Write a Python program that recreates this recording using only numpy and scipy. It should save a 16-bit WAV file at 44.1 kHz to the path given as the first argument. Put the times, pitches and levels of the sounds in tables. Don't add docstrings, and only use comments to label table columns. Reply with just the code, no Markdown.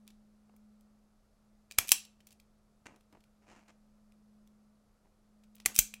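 import sys
import numpy as np
from scipy import signal
from scipy.fft import rfft, irfft, next_fast_len
from scipy.io import wavfile

SR = 44100
rng = np.random.default_rng(int(sys.argv[2]) if len(sys.argv) > 2 else 0)


def wav_record(signal):
    frames = np.transpose(np.atleast_2d(signal))
    bounded = np.clip(frames, -1, 1)
    quanta = np.round(bounded * 32767).astype(np.int16)
    wavfile.write(sys.argv[1], SR, quanta)


N = 264600

# start_s, level_db, build_s, decay_s, clack_db, jolt_db, sway_db
SNAPS = [(1.7868, -8, .001, 0.0011, -4, -30.5, -50.5), (5.6599, -12.5, 0.00044, .0029, 2.5, -46, -49.5)]
# freq_hz, level_db
SNAP_COLOUR = [(100, -13.5), (700, -13.5), (1200, -12.5), (2300, -3), (3800, -9.5), (5000, -10.5),
               (6600, -3.5), (9000, -8), (12000, -5), (13400, -4.5), (16000, -13)]
# freq_hz, width_hz, level_db
JAW_MODES = [
    [(1274.4, 207, -5), (2130, 190, -0.5), (2370, 67, 2), (3306, 87, 0.5), (5192, 110, -3.5),
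     (7850, 160, -4.5), (8490, 400, -4), (10466, 270, -6.5), (12000, 220, -1.5)],
    [(785, 85, -14.5), (1157, 74, -11), (2010, 170, -3.5), (2430, 180, 1), (4230, 140, -5), (6370, 410, -8),
     (7540, 250, -2.5), (8460, 220, -2.5), (9300, 150, -2), (10270, 140, -2)],
]
# start_s, level_db, decay_s, ring_db, chatter_db, jolt_db, sway_db
SLAMS = [(1.9182, -1, 0.0015, -13, -7, -48, -65.5), (5.7894, -2.5, 0.0018, -15.5, -7, -46.5, -36.5)]
# freq_hz, level_db
SLAM_COLOURS = [
    [(100, -18), (1200, -17), (2100, -13.5), (2550, -1.5), (3300, -7.5), (4400, -9.5), (5900, -2),
     (7100, -3.5), (7750, 0), (9600, -7.5), (10800, 0), (11900, -11.5), (13000, -3.5), (15000, -8)],
    [(100, -12), (1300, -23.5), (2400, -10), (3700, -10), (5200, -12.5), (6600, 0.5), (8200, -3.5),
     (9700, -9), (10700, -3), (12800, -8.5), (14600, -1), (16000, -13.5)],
]
# before_slam_s, level_db, decay_s, tilt_db_per_octave
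CATCHES = [(.045, -36, .003, 4), (.0368, -27, 0.0018, 6.5), (.0275, -17.5, .0017, 5),
           (.0112, -27, .003, 4.5), (.005, -30, .003, 3)]
# freq_hz, level_db, t60_s
STEEL_MODES = [(2414, -8, .06), (2649, -1, .09), (3239, -4, .11), (3928, -3, .1), (5253, -5, .11),
               (5895, 0, .07), (6220, -4, .1), (6796, -1, .08), (7778, 1, .06), (8190, -4, .09),
               (10600, 0, .06), (12645, 1, .08), (12930, -2, .06), (14320, -2, .06), (14935, -3, .07)]
# start_s, level_db, decay_s, tilt_db_per_octave, clack_db
TICKS = [(.0773, -42.5, 0.00075, 1.5, -13), (.564, -53, 0.0016, 10.5, -14), (.809, -59, 0.00091, 5, -26),
         (1.7111, -35.5, 0.002, -1.5, -4), (1.7205, -38.5, .0016, 0, -11), (2.0511, -43, 0.0011, 1, -17),
         (2.2041, -51.5, 0.0031, -5.5, -10.5), (2.2691, -42.5, .0019, 6.5, -17),
         (2.325, -49.5, .004, 2, -10), (2.3987, -50, 0.0023, .5, -9.5), (3.682, -56, .0016, -2, -16),
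         (4.121, -60.5, .0011, -2.5, -2), (4.474, -57.5, 0.0009, 0, -18), (5.436, -56.5, 0.0049, -2, -8),
         (5.5532, -44.5, .0017, 12, -26), (5.6003, -42, 0.0019, -3.5, -9),
         (5.9392, -32.5, .0018, 1.5, -0.5)]
# freq_hz, level_db
TICK_COLOUR = [(200, -15.5), (1400, -14.5), (2500, -1.5), (3800, -2), (5200, -2.5), (7500, -4), (10000, -5),
               (15500, -12)]
# start_s, length_s, level_db, tilt_db_per_octave
RATTLES = [(0.067, 0.045, -59, -3), (1.699, 0.05, -58, -5), (2.26, .06, -55, -1), (2.93, .37, -58, -2),
           (5.529, .11, -56.5, -3)]
# start_s, length_s, level_db, tilt_db_per_octave
SCUFFS = [(0.494, .005, -64, -3.5), (0.538, 0.0077, -65.5, -7), (2.856, .017, -50, 1.9),
          (2.866, 0.12, -64, -3), (3.125, 0.058, -63, -4), (3.416, 0.32, -72, -0.5),
          (3.473, 0.15, -63.5, 0.5), (3.68, 0.032, -63, 1), (5.041, .04, -72, -5)]
# freq_hz, level_db
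SCUFF_COLOUR = [(100, -7.5), (280, 2.5), (450, -5), (800, -2), (1600, -7.5), (2750, -8.5), (3400, -20),
                (7000, -18), (14000, -45)]
# time_s, level_db
HUM_SWELL = [
    [(0.0, -62), (0.406, -69), (0.668, -62.5), (1.036, -72), (1.308, -91), (1.492, -69), (1.74, -79.5)],
    [(2.05, -71), (2.83, -80), (4.38, -65), (4.72, -69), (5.04, -94), (5.35, -68.5), (5.62, -63.5)],
]
# freq_hz, level_db
AIR_COLOUR = [(18, -7.5), (30, 6.5), (50, -6.5), (85, -7), (160, -10), (300, -17), (620, -15), (950, -22.5),
              (1330, -20.5), (1600, -28), (3200, -34), (4600, -31.5), (12400, -37), (13500, -47)]
# freq_hz, t60_s
ROOM_T60 = [(150, .2), (1200, 0.26), (4500, 0.29), (8000, .24), (15000, 0.091)]

HUM_HZ = 211.7
AIR_DB = -70.5
TOP_HZ = 15900


def undb(db):
    return 10 ** (np.asarray(db) / 20)


def unit(x):
    return x / np.sqrt(np.sum(x ** 2))


def along(points, hz):
    point_hz, value = np.transpose(points)
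    return np.interp(np.log(hz + 1), np.log(point_hz), value)


def colour(x, points, tilt_db=0):
    size = 2 * next_fast_len(len(x))
    hz = np.fft.rfftfreq(size, 1 / SR)
    db = along(points, hz) + tilt_db * np.log2(np.maximum(hz, 400) / 4000)
    cepstrum = irfft(np.log(undb(db)))
    cepstrum[1:size // 2] *= 2
    cepstrum[size // 2 + 1:] = 0
    response = np.exp(rfft(cepstrum))
    return irfft(rfft(x, size) * response)[:len(x)]


def add(track, start_s, x):
    start = max(int(start_s * SR), 0)
    part = x[:max(N - start, 0)]
    track[start:start + len(part)] += part


def clock(size=8192):
    return np.arange(size) / SR


def jitter(size, rate_hz):
    return np.interp(clock(size) * rate_hz, np.arange(size), rng.standard_normal(size))


def crack(envelope, points, tilt_db=0, uneven=0.13):
    spectrum = rfft(rng.standard_normal(len(envelope)) * envelope)
    evened = irfft(spectrum * np.abs(spectrum) ** (min(uneven, 1) - 1))
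    gate = np.minimum(envelope * 20, 1)
    return unit(colour(evened * gate, points, tilt_db))


def ring(spread_db=1.5):
    t = clock()
    hz, db, t60_s = np.transpose(STEEL_MODES)[:, :, None]
    sign = rng.choice([-1, 1], hz.shape)
    gain = sign * undb(db + spread_db * rng.standard_normal(hz.shape))
    modes = gain * np.sin(2 * np.pi * hz * t) * np.exp(-np.log(1000) * t / t60_s)
    return unit(np.sum(modes, axis=0))


def clack(modes):
    t = clock()
    hz, width_hz, db = np.transpose(modes)[:, :, None]
    sign = (-1) ** np.arange(len(hz))[:, None]
    gain = sign * undb(db) * width_hz
    return unit(np.sum(gain * np.sin(2 * np.pi * hz * t) * np.exp(-np.pi * width_hz * t), axis=0))


def tick(db, decay_s, tilt_db, clack_db=-15, gain_db=12, ring_db=-14,
         clack_hz=2470, clack_width_hz=170, seat_s=.0012, grain_db=4):
    t = clock()
    grain = undb(grain_db * jitter(len(t), rate_hz=3000))
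    envelope = grain * np.exp(-t / decay_s) * (1 - np.exp(-t / seat_s))
    contact = crack(envelope, TICK_COLOUR, tilt_db, uneven=1.0)
    jaw_hz = clack_hz * (1 + 0.047 * rng.standard_normal())
    jaws = clack([(jaw_hz, clack_width_hz, 0)])
    return undb(db + gain_db) * (contact + undb(clack_db) * jaws + undb(ring_db) * ring())


def slide(length_s, db, tilt_db, slips_per_s=1500, spread_db=5, jerk_db=1.5):
    t = clock(size=16384)
    size_db = spread_db * rng.standard_normal(len(t)) + jerk_db * jitter(len(t), rate_hz=150)
    slipping = rng.random(len(t)) < slips_per_s / SR
    slips = slipping * rng.choice([-1, 1], len(t)) * undb(size_db)
    pressure = np.sqrt(np.abs(np.sin(np.pi * np.minimum(t / length_s, 1) ** 0.55)))
    rubbing = unit(colour(slips * pressure, SCUFF_COLOUR, tilt_db))
    return undb(db) * np.sqrt(length_s * SR) * rubbing


def snaps(gain_db=13.5, ring_db=-22, lead_s=.003):
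    out, t = np.zeros(N), clock() - lead_s
    for start_s, db, build_s, decay_s, *_ in SNAPS:
        tear = np.exp(-np.maximum(-t / build_s, t / decay_s))
        add(out, start_s - lead_s, undb(db + gain_db) * crack(tear, SNAP_COLOUR))
        add(out, start_s, undb(db + gain_db + ring_db) * ring())
    return out


def jaw_clacks(gain_db=13):
    out = np.zeros(N)
    for (start_s, db, _, _, clack_db, *_), modes in zip(SNAPS, JAW_MODES):
        add(out, start_s, undb(db + gain_db + clack_db) * clack(modes))
    return out


def stripping(bite_s=0.0077, rebound_s=0.0046, pull_s=.003):
    out = np.zeros(N)
    for start_s, *_ in SNAPS:
        add(out, start_s - bite_s, tick(db=-39.5, decay_s=0.002003, tilt_db=-4))
        add(out, start_s + rebound_s, tick(db=-28.5, decay_s=0.0022, tilt_db=4.5))
        add(out, start_s + pull_s, slide(length_s=.08, db=-58, tilt_db=1.12))
    return out


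def linkage():
    out = np.zeros(N)
    for start_s, *_ in SLAMS:
        for before_s, db, decay_s, tilt_db in CATCHES:
            add(out, start_s - before_s, tick(db, decay_s, tilt_db))
    return out


def slams(gain_db=12.0, chatter_peak_s=.00225):
    out, t = np.zeros(N), clock()
    chatter_envelope = t * np.exp(1 - t / chatter_peak_s) / chatter_peak_s
    for (start_s, db, decay_s, ring_db, chatter_db, *_), points in zip(SLAMS, SLAM_COLOURS):
        blow = crack(np.exp(-t / decay_s), points, uneven=.25)
        chatter = crack(chatter_envelope, points)
        hit = blow + undb(chatter_db) * chatter + undb(ring_db) * ring()
        add(out, start_s, undb(db + gain_db) * hit)
    return out


def thumps(jolt_hz=82, jolt_s=0.006, sway_hz=35, sway_s=.026, lead_s=.002,
           table_hz=112, table_s=.03, table_db=-58):
    out, t = np.zeros(N), clock()

    def swing(hz, decay_s):
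        return np.sin(2 * np.pi * hz * t) * np.exp(-t / decay_s)

    for start_s, *_, jolt_db, sway_db in SNAPS + SLAMS:
        jolt = undb(jolt_db) * swing(jolt_hz, jolt_s)
        sway = undb(sway_db) * swing(sway_hz, sway_s)
        add(out, start_s - lead_s, jolt + sway)
    for start_s, *_ in SNAPS:
        add(out, start_s, undb(table_db) * swing(table_hz, table_s))
    return out


def ticks():
    out = np.zeros(N)
    for start_s, db, decay_s, tilt_db, clack_db in TICKS:
        add(out, start_s, tick(db, decay_s, tilt_db, clack_db))
    return out


def rattles(count=5, spread_db=3.5, decay_s=.0025):
    out = np.zeros(N)
    for start_s, length_s, db, tilt_db in RATTLES:
        for k in range(count):
            tick_s = start_s + length_s * (k + rng.random()) / count
            tick_db = db + spread_db * rng.standard_normal()
            add(out, tick_s, tick(tick_db, decay_s, tilt_db))
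    return out


def scuffs():
    out = np.zeros(N)
    for start_s, length_s, db, tilt_db in SCUFFS:
        add(out, start_s, slide(length_s, db, tilt_db))
    return out


def hum(steady_db=-78):
    t = clock(N)
    swell = undb(np.interp(t, *np.vstack(HUM_SWELL).T))
    rms = swell + undb(steady_db)
    return np.sqrt(2) * rms * np.sin(2 * np.pi * HUM_HZ * t)


def air():
    return undb(AIR_DB) * np.sqrt(N) * unit(colour(rng.standard_normal(N), AIR_COLOUR))


def room(x, wet_db=-15.5, early_db=-17, early_s=0.024, gap_s=0.0036):
    t = clock(size=16384)
    hz = np.fft.rfftfreq(len(t), 1 / SR)
    spectrum = rfft(rng.standard_normal(len(t)))
    band_hz = np.array(ROOM_T60)[:, 0]
    tail = 0
    for (_, t60_s), own in zip(ROOM_T60, np.eye(len(ROOM_T60))):
        share = along(np.column_stack([band_hz, own]), hz)
        tail = tail + irfft(spectrum * share) * np.exp(-np.log(1000) * t / t60_s)
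    early = rng.standard_normal(len(t)) * np.exp(-t / early_s)
    arrival = 1 - np.exp(-(t / gap_s) ** 2)
    response = undb(wet_db) * unit(tail * arrival) + undb(early_db) * unit(early * arrival)
    return x + signal.fftconvolve(x, response)[:N]


def scene(scattered=.35):
    clacks = jaw_clacks()
    strokes = snaps() + stripping() + linkage() + slams()
    handling = ticks() + rattles() + scuffs()
    tool = room(strokes + handling + scattered * clacks) + (1 - scattered) * clacks
    return (tool + thumps() + hum() + air())[None]


def record(dry):
    low_pass = signal.ellip(8, .2, 80, TOP_HZ, fs=SR, output="sos")
    return signal.sosfilt(low_pass, dry)


dry = scene()
out = record(dry)
wav_record(out)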